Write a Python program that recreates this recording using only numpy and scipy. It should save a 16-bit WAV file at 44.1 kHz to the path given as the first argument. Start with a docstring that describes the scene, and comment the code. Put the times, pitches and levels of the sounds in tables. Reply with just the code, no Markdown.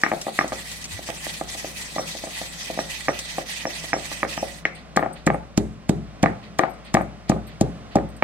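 """In a small room with a low hum, a stone pestle grinds and taps seeds in a stone mortar on a hard floor,
then pounds them with heavy blows. Knocks are decaying modes of floor, bowl and stone; grinding and crunching
seeds are noise made of tiny cracks; glass bangles are short high modes. The room answers with fading noise
and low resonances. A phone with two microphone ports listens from close above."""
import sys
import numpy as np
from scipy import signal
from scipy.fft import rfft, irfft, next_fast_len
from scipy.io import wavfile
from scipy.ndimage import uniform_filter1d

SR = 44100
rng = np.random.default_rng(int(sys.argv[2]) if len(sys.argv) > 2 else 0)


def dump_mix(stems):
    """Bounce the given channels to the path in sys.argv[1] as a 16-bit WAV at rate SR."""
    frames = np.atleast_2d(stems).T  # one column per channel
    limited = np.clip(frames, -1, 1)  # hard clip at full scale
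    pcm = np.round(limited * 32767).astype(np.int16)
    wavfile.write(sys.argv[1], SR, pcm)


N = 363075
T = np.arange(N) / SR
LEFT_RIGHT = np.array([[1], [-1]])


def undb(db):
    """Amplitude factor of a level in dB."""
    return 10 ** (np.asarray(db, float) / 20)


def unit(x):
    """Scale to an RMS of 1."""
    return x / np.sqrt(np.mean(x ** 2))


def curve(points, x, **ends):
    """Read a table of (x, y) points at x, joined by straight lines."""
    return np.interp(x, *np.transpose(points), **ends)


def shape(x, points, power=1, phase=((1, 0), (2, 0))):
    """Filter by (Hz, dB) and (Hz, radians) points joined on a log-frequency axis."""
    size = next_fast_len(x.shape[-1])
    log_hz = np.log(np.maximum(np.arange(size // 2 + 1) * SR / size, 1))
    db, turn = (np.interp(log_hz, np.log(np.array(p)[:, 0]), np.array(p)[:, 1]) for p in (points, phase))
    response = undb(power * db) * np.exp(1j * turn)
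    return irfft(rfft(x, size) * response, size)[..., :x.shape[-1]]


def resonance(x, hz, width_hz):
    """One resonant peak of the given width."""
    return signal.lfilter(*signal.iirpeak(hz, hz / width_hz, fs=SR), x)


def double_resonance(x, hz, width_hz):
    """The same resonant peak passed twice, for steeper sides."""
    return resonance(resonance(x, hz, width_hz), hz, width_hz)


def walk(rate):
    """Random levels held 1 / rate s and slewed twice; spread near 1."""
    hold = int(SR / rate)
    steps = np.repeat(rng.standard_normal(N // hold + 1), hold)
    return 1.3 * uniform_filter1d(uniform_filter1d(steps, hold), hold)[:N]


def ring(modes, t60, db, push_s, phase=np.pi, near_hz=None, scatter_db=2., detune=.025, slip=0, dull_db=0):
    """Modes that build up during the push, meet in phase (but for slip, radians) at its peak and decay."""
    hz, mode_db = np.transpose(modes)[:, :, None]
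    chance = rng.standard_normal((3, len(modes), 1))
    if near_hz:
        mode_db = mode_db - 12 * np.abs(np.log2(hz / near_hz))  # modes near near_hz get more of the blow
    mode_db = mode_db - dull_db * (hz * push_s) ** 2  # a long push hardly stirs the fast modes
    t = np.arange(SR // 8) / SR - 2 * push_s
    detuned_hz = hz * (1 + detune * chance[1])
    waves = np.cos(2 * np.pi * detuned_hz * t + phase + slip * chance[2])
    y = (undb(mode_db + scatter_db * chance[0]) * waves).sum(axis=0)
    y = y * np.where(t < 0, np.exp(-(t / push_s) ** 2), np.exp(-np.log(1000) * t / t60))
    return undb(db) * y / np.abs(y).max()


def add(out, s, x, pan_db):
    """Mix a sound in at s seconds, panned by its left minus right level."""
    i = max(int(s * SR), 0)
    out[:, i:i + len(x)] += x[:N - i] * undb(pan_db / 2 * LEFT_RIGHT)


def grains(spread_db, channels=2):
    """Dense tiny cracks with a few large ones among them."""
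    size_db = spread_db * rng.exponential(size=(channels, N))
    return unit(rng.standard_normal((channels, N)) * undb(size_db))


# colour of the room air: pitch_hz [Hz], level_db [dB per Hz]
AIR_COLOUR = [(18, -23), (30, -3), (75, -18), (112, -21.5), (221, -5.5), (364, -14), (721, -10), (937, -21),
              (1010, -14), (1630, -20), (3670, -26), (5450, -29.5), (7800, -39), (8500, -34.5), (9300, -47),
              (16000, -57)]
# bands of the low hum: pitch_hz [Hz], width_hz of each of two passes [Hz], level_db [dB]
HUM_BANDS = [(102, 5.9, -59), (162.2, 32.5, -49), (209.5, 3.7, -59)]
# dull low bumps: time_s [s], from_hz [Hz], to_hz [Hz], level_db [dB]
LOW_BUMPS = [(0.931, 60.6, 121, -33)]
AIR_DB = -46.5
MAINS_HZ, MAINS_PEAK_DB, MAINS_RISE_S = 59.7, -45.5, 0.34


def background():
    """Shaped noise for room air, narrow noise and a wavering tone that swells in for hum, and a dull bump."""
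    mid, side = rng.standard_normal((2, N))
    air = unit(shape(mid + 0.47 * side * LEFT_RIGHT, AIR_COLOUR)) * undb(AIR_DB + walk(3.12))
    hum = sum(undb(db) * unit(double_resonance(rng.standard_normal(N), hz, width_hz))
              for hz, width_hz, db in HUM_BANDS)
    mains_turns = np.cumsum(MAINS_HZ + 1.51 * walk(6.9)) / SR
    mains = undb(MAINS_PEAK_DB + 0.5 * walk(7.0)) * np.sin(2 * np.pi * mains_turns)
    t = np.linspace(0, 1, int(.09 * SR))
    for s, from_hz, to_hz, db in LOW_BUMPS:
        glide = np.sin(2 * np.pi * np.cumsum(from_hz + (to_hz - from_hz) * t) / SR)
        add(air, s - .03, undb(db) * np.sin(np.pi * t) ** 2 * glide, 0)
    return air + hum + mains * (1 - np.exp(-(T / MAINS_RISE_S) ** 2))


# turns of the rubbing pestle: reversal_s [s], lull_db [dB], push_db [dB]
PESTLE_TURNS = [(0.88, -8, 3), (1.199, -3, 3), (1.454, -5.5, 3.5), (1.744, -1, 5), (2.037, -2, 6.5),
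                (2.316, -1, 4.5), (2.592, -2, 5), (2.864, -1, 4.5), (3.08, -2.5, -2), (3.454, -7, 3),
                (3.672, -4.5, 0), (3.952, -8.5, -2), (4.258, -9.5, 0)]
LULL_S, PUSH_AT_S = 0.032, 0.064  # width of the lull, delay of the push
STROKE_RISE_S, STROKE_FALL_S = 0.039, 0.045


def strokes():
    """Level in dB over each turn of the pestle: a short lull at the reversal, then a push that sags."""
    out = 0
    for s, lull_db, push_db in PESTLE_TURNS:
        t = T - s - PUSH_AT_S
        lull = lull_db * np.exp(-((T - s) / LULL_S) ** 2)
        push = push_db * np.exp(-(t / np.where(t < 0, STROKE_RISE_S, STROKE_FALL_S)) ** 2)
        out = out + lull + push
    return out


# pressure of the rubbing pestle, heard as its level before the strokes: time_s [s], level_db [dB]
GRIND_PRESSURE = [(0, -49), (.1, -46), (.2, -44), (.23, -40), (.32, -43.5), (.39, -36.5), (.46, -47),
                  (.54, -38.5), (.7, -37.5), (.97, -37.5), (2.0, -38.5), (3.3, -36), (4.17, -35.5),
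                  (4.34, -36), (4.52, -42), (4.555, -47.5), (4.59, -45), (4.635, -65)]
# level of the scrape's treble against its low bands: time_s [s], treble_db [dB]
SCRAPE_TREBLE = [(.2, -3.5), (.6, -4.5), (1.7, -5.5), (3.9, -8), (4.4, -6), (4.6, -5.5)]
# where the pestle rubs: time_s [s], left_minus_right_db [dB]
RUB_SIDE = [(.5, -1.5), (2.3, 0.5), (2.8, -2), (4.5, -4)]
# colour of seeds on rough stone: pitch_hz [Hz], level_db [dB per Hz]
SEED_COLOUR = [(530, -10), (900, -4.5), (967, -8), (1470, -12.5), (1950, 6.5), (2170, -4), (2540, 6),
               (3300, -1), (4010, 1.5), (5500, -3), (7580, 3), (8250, 2.5), (12000, -7), (16000, -18)]
# seeds sliding back as the pestle lifts: start_s [s], level_db [dB], length_s [s]
SEED_SLIDES = [(4.742, -45, 0.061), (5.148, -44, 0.058), (6.421, -45, 0.056), (6.841, -42.5, 0.062),
               (7.277, -40, 0.045), (7.462, -47, 0.072), (7.904, -46, 0.061)]
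HUSK_DB = -9


def grinding():
    """Seeds scraping over rough stone: dense cracks that swell with each turn, every band patchy in its own way."""
    scrape = unit(shape(grains(2.2), SEED_COLOUR))
    edges_hz = [700, 2300, 3300, 4700, 6500, 9500, 16500]
    bands = []
    for pair in zip(edges_hz, edges_hz[1:]):
        band = signal.sosfilt(signal.butter(3, pair, "band", fs=SR, output="sos"), scrape)
        bands.append(band * undb(1.7 * walk(70) + 0.8 * walk(14)))
    low, high = unit(sum(bands[:4])), unit(sum(bands[4:]))
    level = curve(GRIND_PRESSURE, T, right=-120) + strokes()
    flutter = 2.0 * walk(65)
    rub = undb(level + flutter) * (low + undb(curve(SCRAPE_TREBLE, T)) * high)
    # husks and grit ring for a moment at a pitch of their own
    husk_hz = np.geomspace(1900, 9000, num=20) * (1 + .03 * rng.standard_normal(20))
    husks = sum(undb(5 * walk(35)) * resonance(scrape, hz, hz / 30) for hz in husk_hz)
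    rub = rub + undb(level + HUSK_DB) * unit(husks)
    rub = rub * undb(curve(RUB_SIDE, T) / 2 * LEFT_RIGHT)
    slide = np.zeros((2, N))
    for s, db, length_s in SEED_SLIDES:
        t = np.arange(int(4 * length_s * SR)) / SR / length_s
        add(slide, s, undb(db) * np.minimum(3 * t, 1) * np.exp(-t ** 2), 0)
    return rub + slide * unit(sum(bands[:3]) + 0.045 * sum(bands[3:]))


# single seeds that crack under the rubbing pestle: start_s [s], level_db [dB]
SEED_CRACKS = [(0.0148, -30.5), (0.214, -25.5), (0.479, -32), (0.7144, -30), (0.842, -28), (0.854, -33),
               (1.694, -43), (2.5152, -43), (3.1904, -24.5), (4.338, -34)]
# heavy blows into the seeds: contact_s [s], crunch_db [dB], crunch left_minus_right_db [dB], floor thud_db [dB]
HEAVY_BLOWS = [(4.9635, -24, -2, -12), (5.2645, -22, -1, -7), (5.574, -21, -8, -3.5),
               (5.891, -24.5, -7, -2.5), (6.2275, -24.5, -8, -4), (6.586, -25, -0.5, -23),
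               (6.94, -21, 0, -5.5), (7.2937, -28.5, 12, -4), (7.6091, -23, 2.5, -3), (7.955, -28, -3, -5)]
# colour of bursting seeds: pitch_hz [Hz], level_db [dB per Hz]
BURST_COLOUR = [(1500, 2.5), (2600, 5), (4000, 7), (7500, 11.5), (10000, -5), (13500, -9.5), (15500, -16)]
CRUNCH_LEAD_S, CRUNCH_RISE_S, CRACK_FALL_S = .006, 0.0024, 0.0079


def crunches():
    """A crackle that swells while the pestle sinks through the seeds and dies as it lands."""
    envelope = np.zeros((2, N))
    for s, db in SEED_CRACKS:
        add(envelope, s, undb(db) * np.exp(-np.arange(SR // 20) / SR / CRACK_FALL_S), 0)
    t = np.arange(SR // 10) / SR - 2 * CRUNCH_LEAD_S
    first = 0.054 * np.exp(-(np.minimum(t, 0) / CRUNCH_LEAD_S) ** 2)  # the top seeds give way first
    swell = first + np.clip(t / CRUNCH_RISE_S, 0, 1)
    fall = np.maximum(t - CRUNCH_RISE_S, 0)
    burst = swell * (np.exp(-fall / 0.003) + 0.32 * np.exp(-fall / 0.0083))
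    for s, db, pan_db, _ in HEAVY_BLOWS:
        add(envelope, s - 2 * CRUNCH_LEAD_S, undb(db) * burst, pan_db)
    crackle = grains(1.8)
    return envelope * unit(shape(crackle + .5 * crackle[::-1], BURST_COLOUR))


# stone knocks and bounces: time_s [s], bowl_db [dB], clack_db against the bowl [dB], bowl tilt_db [dB per octave]
STONE_KNOCKS = [(0.035, -7, 10.5, 5), (0.063, -14, 4.5, 7), (0.116, -10.5, -2, -3), (0.125, -14.5, -8, -1),
                (0.134, -13, -13, -2), (0.267, -14.5, -12, -1), (0.281, -20, -17, 3), (0.389, -6.5, 6.5, 6),
                (0.41, -12, -0.5, 4), (0.443, -14, -12, -4), (0.52, -14.5, -7, 0.5), (0.528, -17, -7.5, -8),
                (0.99, -25.5, -16, -10), (1.088, -19.5, -9.5, 2), (1.097, -22, -13, -14),
                (1.266, -20.5, -5, -6), (1.411, -14, -14, 6.5), (1.549, -26.5, -10.5, -6),
                (1.644, -19.5, -13.5, 0), (1.961, -16, -18, 3), (1.982, -13.5, -8, 8.5),
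                (1.993, -16.5, -8.5, -24), (2.149, -25, -22, -4), (2.237, -20, -12, -5),
                (2.27, -23, -10, -3), (2.413, -21, -14, 2), (2.7, -18.5, -26, -12), (2.774, -17.5, -28, -3),
                (2.789, -10, -6, -2.5), (3.083, -8, 1.5, -1), (3.09, -9, -9, 1), (3.382, -14.5, -8.5, -4),
                (3.653, -12.5, -3, -6.5), (3.668, -18, -14.5, -5), (3.84, -27.5, -13, 7),
                (3.931, -10.5, 6.5, 1), (3.938, -12.5, -14, -8), (3.963, -17, -25, 3),
                (4.114, -24.5, -8.5, 3), (4.23, -9, 2, -2.5), (4.249, -17.5, -1, -28),
                (4.376, -15, -8, 4.5), (4.427, -12.5, -27, -10), (4.653, -13.5, 12.5, -3),
                (4.961, -21.5, 4, -5), (4.972, -2.5, -0.5, -6), (4.992, -10.5, -7, -3), (5.026, -11, -5, 2),
                (5.033, -14, -8, -1), (5.06, -13.5, -11, 1), (5.268, -10, -7, -19), (5.274, -5, 1, 2.5),
                (5.301, -5, -6, -3), (5.344, -13, -10.5, 1), (5.577, -13, -6, -4), (5.893, -12.5, -13, 3.5),
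                (6.232, -7, -8, -5), (6.238, -3, -4, -5), (6.259, -5, -1, -2), (6.299, -23, -24, 3),
                (6.592, -0.5, -1.5, -1), (6.635, -7, -4, -3), (6.65, -19, -8.5, 6), (6.942, -12.5, -5, 12),
                (6.949, -3.5, -0.5, -15), (6.969, -5.5, -6.5, 5), (6.988, -20, -15, 3),
                (7.009, -12, -11.5, 4), (7.297, -6, -11.5, 3), (7.318, -12.5, -8.5, 2),
                (7.362, -20, -20, 7), (7.61, -7.5, -22, -2), (7.955, -2.5, -26, 8.5), (7.968, -10, -12, 6),
                (7.985, -19, -6, 3), (8.224, -3, -2, -2)]
# where the pestle lands in the bowl, as the two ports hear it: time_s [s], left_minus_right_db [dB]
LANDING_SIDE = [(0, 7.5), (.5, 1.5), (1, -2), (3, 0.5), (4.43, 1), (4.6, 6.5), (4.97, 7), (5.27, 2.5),
                (5.58, 0), (6.26, 1), (6.6, 9.5), (6.97, 5.5), (7.3, 0.5), (7.95, 0.5), (8.22, -1)]
# seeds under the pestle soften and lengthen the contact: clack_db against the bowl [dB], push_s [s]
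CONTACT_PUSH = [(-14.5, 0.00298), (-2, 0.00148)]
# modes of the bowl: pitch_hz [Hz], level_db [dB]
BOWL_RING = [(445, -13.5), (535, 2), (645, 4), (722, -1), (810, 6), (900, -3), (1060, 5), (1210, 18.5)]
# modes of the stone clack: pitch_hz [Hz], level_db [dB]
STONE_CLACK = [(1450, -10.5), (1680, 5.5), (1870, 10.5), (2260, 9.5), (2480, -3.5), (2850, -3), (3300, -4),
               (3950, -14), (4700, -30)]
# knocks that catch the rim and clack higher: time_s [s]
RIM_KNOCKS = [4.653, 5.578, 8.224]
# the pestle pings: start_s [s], level_db [dB]
PESTLE_PINGS = [(.036, -31), (.3895, -28), (1.988, -25), (2.791, -27), (3.086, -28), (3.668, -26),
                (3.934, -24), (4.385, -27), (4.653, -40)]
# modes of the pestle: pitch_hz [Hz], level_db [dB]
PESTLE_RING = [(5580, 0), (5530, -10), (6720, -12)]
BOWL_HZ, BOWL_T60_S, BOWL_DETUNE = 730, .042, .014
CLACK_HZ, CLACK_T60_S, CLACK_PUSH_S = 1560, .014, .00072
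RIM_HZ, RIM_T60_S, RIM_PUSH_S = 2400, .024, .0004
PESTLE_T60_S = .17


def knocks():
    """Modes of the bowl, its clack and the pestle; seeds and hand damp every ring quickly."""
    stone = np.zeros((2, N))
    for s, db, clack_db, tilt_db in STONE_KNOCKS:
        pan_db = curve(LANDING_SIDE, s)
        push_s = curve(CONTACT_PUSH, clack_db)
        tilted = [(hz, mode_db + tilt_db * np.log2(hz / BOWL_HZ)) for hz, mode_db in BOWL_RING]
        bowl = ring(tilted, BOWL_T60_S, db, push_s, near_hz=BOWL_HZ, detune=BOWL_DETUNE, slip=0.83, dull_db=2.46)
        add(stone, s - push_s, bowl, pan_db)
        t60, push_s, hz = CLACK_T60_S, CLACK_PUSH_S, CLACK_HZ
        if np.isclose(s, RIM_KNOCKS, atol=.004).any():
            t60, push_s, hz = RIM_T60_S, RIM_PUSH_S, RIM_HZ
        add(stone, s, ring(STONE_CLACK, t60, db + clack_db, push_s, near_hz=hz), pan_db)
    for s, db in PESTLE_PINGS:
        ping = ring(PESTLE_RING, PESTLE_T60_S, db, 0.0008, scatter_db=1.1, detune=0.0027)
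        add(stone, s, ping, curve(LANDING_SIDE, s))
    return stone


# every knock passes a little into the floor: bowl_db [dB], thud_db [dB]
LIGHT_THUD = [(-28, -36), (-3, -15)]
# a heavier blow moves more of the floor and sounds deeper: thud_db [dB], pitch_hz [Hz]
THUD_DEPTH = [(-14.5, 310), (-3.5, 190)]
# modes of the floor: pitch_hz [Hz], level_db [dB]
FLOOR_RING = [(108, -10), (173, 0), (217, -5), (299, 1)]
FLOOR_T60_S, THUD_PUSH_S, THUD_LATE_S = .036, .0019, 0.0035


def thuds():
    """Modes of the floor under the mortar: faint under every knock, deep under the heavy blows."""
    out = np.zeros((2, N))
    light = [(s, curve(LIGHT_THUD, db)) for s, db, *_ in STONE_KNOCKS]
    heavy = [(s + THUD_LATE_S, db) for s, _, _, db in HEAVY_BLOWS]
    for s, db in light + heavy:
        thud = ring(FLOOR_RING, FLOOR_T60_S, db, THUD_PUSH_S, phase=np.pi / 2,
                    near_hz=curve(THUD_DEPTH, db), detune=0.019)
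        add(out, s - THUD_PUSH_S / 2, thud, curve(LANDING_SIDE, s) / 2)
    return out


BOOM_HZ, BOOM_WIDTH_HZ, BOOM_DB = 60.5, 7, 12.5


def room_boom(thud):
    """The lowest room mode builds up after a heavy thud and lingers."""
    return undb(BOOM_DB) * double_resonance(thud.mean(axis=0), BOOM_HZ, BOOM_WIDTH_HZ)


# bands of the room tail: pitch_hz [Hz], width_hz of each of two passes [Hz], t60_s [s], level_db [dB]
ROOM_TAIL = [(162.5, 87, 0.41, -7.5), (350, 171, 0.25, -7.5), (546, 66, 0.3, -5.5), (719, 165, 0.33, -12.5),
             (855, 66, 0.37, -10.5), (1263, 480, 0.37, -21), (1775, 490, 0.22, -18.5),
             (2160, 500, 0.4, -24), (3870, 1270, 0.16, -21.5), (7440, 4300, 0.46, -39)]
ROOM_LATE_S = 0.00835  # the tail starts at half this delay, the low modes at all of it


def room(dry):
    """Diffuse tail: in each band the energy fades at its own rate as noise, partly shared by both ports."""
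    tail = 0
    late = np.array([np.interp(T - ROOM_LATE_S / 2, T, port) for port in dry])
    for hz, width_hz, t60, db in ROOM_TAIL:
        keep = np.exp(-2 * np.log(1000) / (t60 * SR))
        power = double_resonance(late, hz, width_hz) ** 2
        energy = signal.lfilter([width_hz / SR], [1, -keep], power)
        mid, side = double_resonance(rng.standard_normal((2, N)), hz, width_hz)
        noise = unit(mid + min(hz / 900, 1) * side * LEFT_RIGHT)  # wider towards the treble
        flicker_db = min(hz / 1000, 1) * 2 * walk(45)
        tail = tail + undb(db + flicker_db) * np.sqrt(energy) * noise
    return tail


# low modes of the room: pitch_hz [Hz], level_db [dB], t60_s [s]
LOW_ROOM_MODES = [(106, -16, 1), (122, -17.5, 0.85), (156.4, -30, 0.97), (169, -36, 1), (178, -24, 0.56),
                  (204.9, -28, 0.73), (218.8, -19, 0.52), (235.6, -28.5, 0.51), (271, -25.5, 0.55),
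                  (311, -29, 0.57), (385, -33, 0.8), (428, -27, 0.61), (599, -34.5, 1)]


def room_modes(dry):
    """Every blow rings the same low modes of the room, each a decaying two-pole resonator."""
    out = 0
    for hz, db, t60 in LOW_ROOM_MODES:
        r, w = np.exp(-np.log(1000) / (t60 * SR)), 2 * np.pi * hz / SR
        mode = signal.lfilter([np.sin(w)], [1, -2 * r * np.cos(w), r * r], dry)
        out = out + undb(db) * hz / SR * mode
    return np.interp(T - ROOM_LATE_S, T, out)


# bangles touching: time_s [s], level_db [dB], upper modes bright_db against the lower [dB]
BANGLE_TOUCHES = [(4.7495, -41, -25), (4.7765, -54, -20), (4.9964, -46, -7), (5.1286, -39, -19),
                  (5.337, -41.5, -17), (6.608, -45, -14), (6.696, -49.5, -1), (6.7351, -52, -17),
                  (6.848, -49, -17), (7.01, -46, -6), (7.469, -45, -3), (8.089, -50, -10),
                  (8.1643, -45.5, -15)]
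# modes of the glass, the lower four and then the upper four: pitch_hz [Hz], level_db [dB]
BANGLE_RING = [(8250, -3), (8450, 0), (8800, -5), (4600, -12), (11600, -5), (12500, -9), (13400, -9),
               (14200, -14)]
BANGLE_T60_S = .065


def bangles():
    """Short glassy pings from high modes; each touch gives three pings within 18 ms."""
    out = np.zeros((2, N))
    for s, db, bright_db in BANGLE_TOUCHES:
        for late_s in (0, .004, .009):
            low = ring(BANGLE_RING[:4], BANGLE_T60_S, db, 0.0003, scatter_db=4., detune=0.008)
            high = ring(BANGLE_RING[4:], BANGLE_T60_S, db + bright_db, .0002, scatter_db=5., detune=.008)
            # a dry rustle under the ping
            rub = undb(db - 15) * rng.standard_normal(len(low)) * np.exp(-T[:len(low)] / 0.0058)
            ping = low + high + resonance(rub, 8000, 7000)
            add(out, s + late_s * 2 * rng.random(), ping, 3 * rng.standard_normal())
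    return out


def scene():
    """Knocks, crunches and bangles stir the room; grinding and background lie beside them."""
    thud = thuds()
    near = thud + knocks() + crunches() + bangles()
    answer = room(near) + room_modes(near.mean(axis=0)) + room_boom(thud)
    return near + answer + grinding() + background()


# difference in colour of the two ports: pitch_hz [Hz], left_minus_right_db [dB]
PORT_COLOUR = [(60, 5.5), (110, 0.5), (200, 1.5), (380, 0), (700, -0.5), (1290, -3), (2380, -6),
               (4400, 1.5), (8120, 4.5), (15000, 6.5)]
# phase by which the left port leads, before its lag: pitch_hz [Hz], lead_rad [radians]
PORT_LEAD = [(60, -1.27), (150, -0.55), (400, -0.063), (1000, -0.85), (2000, 0.36)]
PORT_LAG_S, TOP_HZ = .00009, 16000


def record(dry):
    """The ports differ in colour and phase, the left one lags a little; peaks are rounded, the top is cut."""
    left = shape(dry[0], PORT_COLOUR, power=1 / 2, phase=PORT_LEAD)
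    right = shape(dry[1], PORT_COLOUR, power=-1 / 2)
    left = np.interp(T - PORT_LAG_S, T, left)
    rumble_cut = signal.butter(2, 32, "high", fs=SR, output="sos")
    top_cut = signal.ellip(10, .2, 70, TOP_HZ, fs=SR, output="sos")
    rounded = np.tanh(signal.sosfilt(rumble_cut, [left, right]))
    return signal.sosfilt(top_cut, rounded)


dry = scene()
out = record(dry)
dump_mix(out)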